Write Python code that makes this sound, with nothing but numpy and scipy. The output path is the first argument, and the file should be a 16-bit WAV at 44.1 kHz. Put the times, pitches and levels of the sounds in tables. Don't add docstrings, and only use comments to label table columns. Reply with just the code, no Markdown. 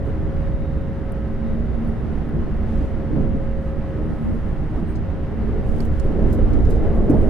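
import sys
import numpy as np
from scipy import signal
from scipy.fft import rfft, irfft
from scipy.io import wavfile
from scipy.ndimage import uniform_filter1d

SR = 44100
rng = np.random.default_rng(int(sys.argv[2]) if len(sys.argv) > 2 else 0)


def pcm_store(signal):
    levels = np.round(np.clip(np.atleast_2d(signal), -1, 1) * 32767)
    wavfile.write(sys.argv[1], SR, levels.astype(np.int16).T)


N = 321489
TIME = np.arange(N) / SR
FREQS = np.maximum(np.arange(N // 2 + 1) * SR / N, 1)

# f/Hz, side minus mid/dB
WIDTH_POINTS = [(30, -7.5), (80, -7.5), (170, -6.3), (330, -6.3), (520, -10), (1200, -9), (2600, -5),
                (5000, -2), (10000, 1)]
# f/Hz, left minus right/dB
BALANCE_POINTS = [(30, -3), (60, -2.5), (95, -1), (210, -2), (490, 0), (1000, -1.5), (2600, 2), (5000, -1),
                  (10000, 1)]
# f/Hz, relative density/dB
CLOTH_SPECTRUM = [(3000, -2), (4200, -7.5), (7000, -4), (9500, -2.5), (12500, -4.5), (15500, -13)]
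# mid t/s, length/s, peak level/dB, tilt/(dB per octave)
CLOTH_SLIDES = [(0.082, 0.092, -71, 0), (2.793, 0.34, -61, -10), (3.662, 0.16, -70.5, -3),
                (4.273, 0.96, -73, -1), (5.73, 0.22, -63.5, -3), (5.81, 0.16, -58.5, -6),
                (6.01, 0.29, -64.5, -8), (6.31, .1, -64, -6), (6.71, .16, -66, -7), (6.96, .07, -66, -3),
                (7.233, 0.31, -69.5, 2)]
# start t/s, length/s, peak level/dB, width/Hz, lower f/Hz, upper f/Hz
TRIM_SQUEAKS = [(1.864, .04, -68, 250, 9600, 11880), (4.687, 0.18, -73, 35, 8610, 15385),
                (4.856, 0.1, -67, 35, 8660, 15385), (7.142, 0.14, -69.5, 600, 8900, 9700)]
# t/s, level/dB, centre f/Hz, relative width, rise/s, t60/s, left minus right/dB
TICK_EVENTS = [(1.1205, -51, 11000, .6, 0.00065, .011, 5), (1.847, -60, 10000, .8, .0005, .022, 9),
               (1.920, -68, 10500, .5, .0005, .03, 6), (2.291, -61, 11000, .6, .0005, .02, 4),
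               (4.953, -56, 4700, 1.1, .002, .099, -4), (5.803, -40, 1500, .6, .002, .035, 4),
               (5.8035, -40, 4600, 0.18, 0.0011, .016, -5), (5.8035, -50, 7950, 1.1, .002, .045, -1),
               (5.849, -58.5, 8500, 1.2, 0.0045, .06, -8), (5.9962, -50.5, 6100, 0.92, .002, .035, -10),
               (6.047, -64, 11000, .6, 0.0017, .04, -2), (6.3245, -49, 8000, 1.5, .004, .11, 1),
               (6.532, -53.5, 4700, .8, .001, .065, -6), (6.650, -53, 4800, 0.74, .001, .06, -3),
               (6.701, -50, 9500, 1.2, .0008, .015, 6), (6.705, -53.5, 7000, 1.5, .003, .1, 0),
               (6.716, -58, 5800, 1.3, 0.0045, .11, -1), (6.755, -59, 4800, 0.83, .003, .06, -2),
               (7.097, -50, 7500, 1.4, .001, .045, 4), (7.1092, -52, 7500, 1.4, .0006, .025, 4)]
# start t/s, length/s, peak level/dB, f/Hz, width/Hz
WHEEL_RINGS = [(0.33, 0.6, -73, 3745, 20), (1.25, .4, -74, 3740, 18), (2.29, 0.18, -49, 1056, 90),
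               (6.43, 0.18, -48, 1180, 91), (6.79, 0.12, -48, 1500, 700), (6.89, 0.14, -47.5, 1130, 88)]
# f/Hz, level/dB, rms pitch wander/Hz
AUXILIARY_LINES = [(58.66, -37.5, 0.36), (1277, -61, 4), (3700, -79, 12), (11170, -92, 12)]
# shaft order, level/dB
HUM_ORDERS = [(1, -35), (2, -39), (4, -43), (5, -49), (8, -55), (9, -65.5)]
# t/s, level/dB
WHINE_LEVELS = [(0, -40.5), (.45, -38.7), (.8, -40), (1.18, -39.5), (1.38, -43.5), (1.6, -41), (1.72, -44),
                (2.15, -57), (2.5, -50), (2.8, -40.5), (3.4, -37), (3.9, -39.5), (4.1, -45), (4.35, -50.5),
                (4.58, -42.5), (4.72, -54.5), (5.2, -42), (6.1, -42), (7.29, -40.5)]
# t/s, level before PANEL_DB/dB
PANEL_LEVELS = [(1.1, -39.5), (1.54, -24.5), (1.67, -35.5), (1.83, -23.5), (2.03, -34), (2.5, -32.5),
                (2.72, -26.5), (2.95, -42), (3.17, -30.5), (3.95, -38), (4.28, -26), (4.44, -47.5),
                (4.95, -29.5), (5.2, -47), (5.45, -25), (5.6, -46), (5.79, -25), (6.0, -37), (6.6, -27.5),
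                (6.95, -39), (7.29, -30)]
# mid t/s, length/s, peak level/dB, f/Hz, width/Hz
RAIL_PATCHES = [(3.18, 0.13, -24, 160, 130), (3.162, .2, -29.5, 285, 90), (3.348, 0.078, -29.5, 160, 110),
                (3.992, 0.22, -37, 392, 80), (4.775, 0.13, -36.5, 450, 397), (6.3, 0.62, -30.5, 317, 200),
                (6.288, .13, -24.5, 138, 70), (6.715, 0.074, -28.5, 420, 70), (6.857, 0.11, -35, 620, 240),
                (7.119, 0.083, -20, 297, 70.4), (7.153, 0.17, -36, 640, 227)]
# t/s, level before ring_db and thump_db/dB, thump f/Hz, clack level/dB
JOINT_KNOCKS = [(0.072, -26.5, 407, -48), (1.541, -23.5, 171, -46), (1.602, -23.5, 160, -56),
                (2.29, -23.5, 304, -47), (2.344, -18.5, 174, -61), (2.471, -28, 326, -65),
                (2.809, -22, 259, -51), (3.129, -18.5, 285, -47), (3.16, -19.5, 152, -47),
                (3.206, -20.5, 155, -47), (3.244, -23.5, 207, -54), (3.344, -21.5, 280, -55),
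                (3.984, -27.5, 292, -51), (4.772, -25.5, 300, -52), (4.825, -23, 187, -54),
                (5.486, -25.5, 390, -41), (5.558, -27, 425, -45), (6.05, -20.5, 395, -50),
                (6.119, -25, 292, -49), (6.284, -26, 243, -50), (6.387, -22, 532, -42),
                (6.535, -19, 267, -51), (6.757, -21, 237, -57), (6.829, -20.5, 310, -46),
                (6.9, -22.5, 410, -52), (7.097, -10.5, 304, -43), (7.132, -17, 290, -54),
                (7.167, -24.5, 484, -53)]
# f/Hz, relative level/dB, t60/s
FLOOR_MODES = [(71.3, 1, 0.38), (153.3, 1, 0.41), (202, -1, 0.41), (237.3, 4, 0.45), (288.6, 12, 0.13),
               (338.7, 8, 0.38), (414, 7.5, 0.23), (447, 13, 0.12), (559, 5, 0.13), (615, 5, .1),
               (674, 0, 0.18)]
# f/Hz, relative density/dB
CLACK_SPECTRUM = [(650, 9.5), (950, 2), (1500, 0.5), (2100, -6), (3200, -18)]
# t/s, bogie shake/dB, rail roughness/dB
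TRACK_STATE = [(0, -25.5, -27.5), (.45, -22, -29.5), (1.08, -27.5, -29.5), (1.6, -23, -29),
               (2.15, -25.5, -28), (2.6, -23, -28.5), (2.87, -20.5, -27.5), (3.0, -27.5, -27.5),
               (3.2, -21, -27), (3.551, -23.5, -29), (3.901, -27, -29.5), (4.7, -22.5, -28.5),
               (5.3, -27, -29), (5.55, -22, -25.5), (5.98, -18.5, -27.5), (6.12, -18.5, -23),
               (6.58, -14, -23), (7.0, -17.5, -22.5), (7.15, -17, -18.5), (7.29, -14, -21)]
# bogie shake/dB, rail roughness/dB
SMOOTH_TRACK_DB = (-23, -28)
# f/Hz, relative density/dB
SHAKE_SPECTRUM = [(14, 3.5), (27, 1.5), (38, -2), (50, -5.5), (66, -3.5), (80, -3.5), (98, -9),
                  (130, -14.5)]
# f/Hz, relative density/dB
ROAR_SPECTRUM = [(150, -6.5), (205, 2), (245, -2.5), (275, -2), (305, 0), (355, -5), (405, -2.2), (515, -9),
                 (625, -13), (780, -19), (1000, -31)]
# f/Hz, relative density/dB
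GEAR_SPECTRUM = [(100, -1), (135, 0), (157, -1.5), (180, -5), (210, -5.5)]
# f/Hz, relative density/dB
HISS_SPECTRUM = [(700, 6), (950, 1), (1080, 1.5), (1180, -1.5), (1350, -0.5), (2000, -5), (2450, -13.5),
                 (2800, -13.5), (3500, -20), (5200, -27.5), (7500, -35.5), (10000, -37), (15500, -44.5)]

LOW_CUT_HZ, TOP_HZ, CEILING = 12, 15750, 0.84
CLOTH_PIVOT_HZ = 7000
STIR_DB, STIR_FOLLOWS, STIR_TILT_DB_PER_OCTAVE = -78.5, 0.95, -4.5
SHAFT_HZ, SLOWING_HZ_PER_S, WHINE_ORDER = 77.78, 0.095, 7
FAR_MOTORS_DB, FAR_MOTORS_WIDTH_HZ = -53, 22
BOOM_DB, PANEL_DB = -30, -2
SHAKE_DB, ROAR_DB, GEARS_DB, HISS_DB = -24, -33.5, -31, -44.5


def undb(db):
    return 10 ** (np.asarray(db) / 20)


def unit(x):
    return x / np.std(np.atleast_2d(x).mean(axis=0))


def curves(table):
    t_s, *columns = np.transpose(table)
    return [np.interp(TIME, t_s, column) for column in columns]


def colour(points):
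    hz, db = np.transpose(points)
    return undb(np.interp(np.log(FREQS), np.log(hz), db))


def spectrum(points, slope_db=24):
    outside_octaves = np.abs(np.log2(FREQS / np.clip(FREQS, points[0][0], points[-1][0])))
    return colour(points) * undb(-slope_db * outside_octaves)


def resonance(hz, width_hz):
    return 1 / (1 + 1j * (FREQS ** 2 - hz ** 2) / (FREQS * width_hz))


def pan(db):
    return undb(np.array([[db], [-db]]) / 2)


def swell(start_s, length_s):
    return np.sin(np.pi * np.clip((TIME - start_s) / length_s, 0, 1))


def walk(rate_hz):
    hold = int(SR / rate_hz)
    held = rng.standard_normal(4096)[np.arange(N) // hold]
    return unit(uniform_filter1d(uniform_filter1d(held, hold), hold))


def cabin_noise(gain):
    mid, side = rfft(rng.standard_normal((2, N))) * (FREQS > LOW_CUT_HZ)
    side = side * colour(WIDTH_POINTS)
    balance = np.sqrt(colour(BALANCE_POINTS))
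    left, right = (mid + side) * balance, (mid - side) / balance
    return unit(irfft(gain * np.array([left, right]), N))


def even(x, seconds):
    mid_power = uniform_filter1d(x.mean(axis=0) ** 2, int(seconds * SR))
    return x / np.sqrt(mid_power)


def tone(hz, waver_db, drift_hz):
    phase = 2 * np.pi * np.cumsum(hz + drift_hz * walk(9)) / SR
    return unit(np.sin(phase) * undb(waver_db * walk(8.0)))


def roughness():
    return [db - smooth_db for db, smooth_db in zip(curves(TRACK_STATE), SMOOTH_TRACK_DB)]


def cloth(tilt_db_per_octave):
    tilt = undb(tilt_db_per_octave * np.log2(FREQS / CLOTH_PIVOT_HZ))
    return cabin_noise(spectrum(CLOTH_SPECTRUM) * tilt)


def rustle():
    out = cloth(STIR_TILT_DB_PER_OCTAVE) * undb(STIR_DB + STIR_FOLLOWS * roughness()[0])
    for mid_s, length_s, db, tilt_db in CLOTH_SLIDES:
        out = out + cloth(tilt_db) * swell(mid_s - length_s / 2, length_s) * undb(db)
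    slips = undb(1.5 * walk(220))
    return out * slips / np.sqrt(np.mean(slips ** 2)) * pan(-1)


def squeak():
    out = 0
    for start_s, length_s, db, width_hz, *partials_hz in TRIM_SQUEAKS:
        pair = cabin_noise(sum(resonance(hz, width_hz) ** 2 for hz in partials_hz))
        out = out + pair * swell(start_s, length_s) * undb(db)
    return out


def ticks(grit_db=4.0, grain_s=0.0002, glass_s=0.000978, glass_db=-12):
    out = np.zeros((2, N + SR))
    age = TIME[:SR // 4]
    for t_s, db, hz, width, rise_s, t60_s, pan_db in TICK_EVENTS:
        sizes = undb(grit_db * rng.standard_normal(len(age)))[(age / grain_s).astype(int)]
        grains = sizes * rng.standard_normal((2, len(age)))
        edges_hz = np.clip([hz / (1 + width / 2), hz * (1 + width / 2)], 500, 0.45 * SR)
        band = signal.butter(2, edges_hz, "band", fs=SR, output="sos")
        burst = unit(signal.sosfilt(band, grains))
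        decay = undb(db - 60 * np.maximum(age - rise_s, 0) / t60_s)
        envelope = np.minimum(age / rise_s, 1) * decay
        start = int(t_s * SR)
        out[:, start:start + len(age)] += burst * envelope * pan(pan_db)
    reflection = undb(glass_db) * np.roll(out, int(glass_s * SR), axis=1)
    return (out + reflection)[:, :N]


def wheel_rings():
    out = 0
    for start_s, length_s, db, hz, width_hz in WHEEL_RINGS:
        ring = cabin_noise(resonance(hz, width_hz) ** 2)
        out = out + ring * swell(start_s, length_s) * undb(db)
    return out


def motors():
    shaft_hz = SHAFT_HZ - SLOWING_HZ_PER_S * TIME
    whine_hz = WHINE_ORDER * shaft_hz
    whine_db, = curves(WHINE_LEVELS)
    whine = tone(whine_hz, waver_db=1.2, drift_hz=0.3) * undb(whine_db) * pan(0.3)
    far = cabin_noise(resonance(whine_hz.mean(), FAR_MOTORS_WIDTH_HZ) ** 2) * undb(FAR_MOTORS_DB)
    hum = sum(undb(db) * tone(round(order) * shaft_hz, waver_db=3.5, drift_hz=0.62)
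              for order, db in HUM_ORDERS)
    auxiliary = sum(undb(db) * tone(hz, waver_db=3, drift_hz=wander_hz)
                    for hz, db, wander_hz in AUXILIARY_LINES)
    return whine + far + hum * pan(-1) + auxiliary * pan(-2)


def body_modes(boom_follows=0.59):
    boom = even(cabin_noise(resonance(59.53, 10.0) ** 2), 0.28)
    drone = even(cabin_noise(resonance(225.74, 6.9) ** 2), 0.11)
    boom_db = BOOM_DB + boom_follows * roughness()[0]
    drone_db = PANEL_DB + curves(PANEL_LEVELS)[0]
    return boom * undb(boom_db) + drone * undb(drone_db)


def rough_patches():
    out = 0
    for mid_s, length_s, db, hz, width_hz in RAIL_PATCHES:
        groan = even(cabin_noise(resonance(hz, width_hz) ** 2), 0.058)
        out = out + groan * swell(mid_s - length_s / 2, length_s) * undb(db)
    return out


def knocks(contact_s=0.029, ring_db=-4, thump_db=2, thump_rise_s=0.0046, clack_s=0.025):
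    push, thump, clack = np.zeros((3, N))
    for t_s, db, hz, clack_db in JOINT_KNOCKS:
        age = np.maximum(TIME - t_s, 0)
        push += undb(db) * (age > 0) * np.exp(-age / contact_s)
        thump_envelope = age / thump_rise_s * np.exp(1 - age / thump_rise_s)
        thump += undb(db) * thump_envelope * np.sin(2 * np.pi * hz * age)
        clack += undb(clack_db) * (age > 0) * np.exp(-age / clack_s)
    ragged = cabin_noise(spectrum([(60, 29.5), (700, 10.0), (1400, -9.5)]))
    force = push * even(ragged, 0.011)
    age = TIME[:SR // 2]
    ring = sum(undb(db - 60 * age / t60_s) * np.sin(2 * np.pi * hz * age)
               for hz, db, t60_s in FLOOR_MODES)
    thud = signal.fftconvolve(force, ring[None], axes=1)[:, :N]
    thud = thud * np.std(force) / np.std(thud)
    steel = clack * cabin_noise(spectrum(CLACK_SPECTRUM))
    return undb(ring_db) * thud + undb(thump_db) * thump * pan(-2) + steel


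def rolling(roar_follows=1.43, gears_follow=0.21, hiss_follows=0.24):
    shake_db, rough_db = roughness()
    shake = even(cabin_noise(spectrum(SHAKE_SPECTRUM)), 0.22) * undb(SHAKE_DB + shake_db)
    roar_db = ROAR_DB + roar_follows * rough_db + 1.0 * walk(25)
    roar = even(cabin_noise(spectrum(ROAR_SPECTRUM)), 0.18) * undb(roar_db)
    gears_db = GEARS_DB + gears_follow * rough_db
    gears = even(cabin_noise(spectrum(GEAR_SPECTRUM)), 0.11) * undb(gears_db)
    hiss_db = HISS_DB + hiss_follows * (rough_db - rough_db.mean()) + 0.55 * walk(15)
    hiss = cabin_noise(spectrum(HISS_SPECTRUM)) * undb(hiss_db)
    return shake + roar + gears + hiss


def scene():
    nearby = rustle() + squeak() + ticks()
    train = wheel_rings() + motors() + body_modes() + rough_patches() + knocks() + rolling()
    return nearby + train


def record(dry):
    rounded = dry / (1 + (dry / CEILING) ** 6) ** (1 / 6)
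    low_pass = signal.ellip(10, 0.1, 80, TOP_HZ, fs=SR, output="sos")
    return signal.sosfilt(low_pass, rounded)


dry = scene()
out = record(dry)
pcm_store(out)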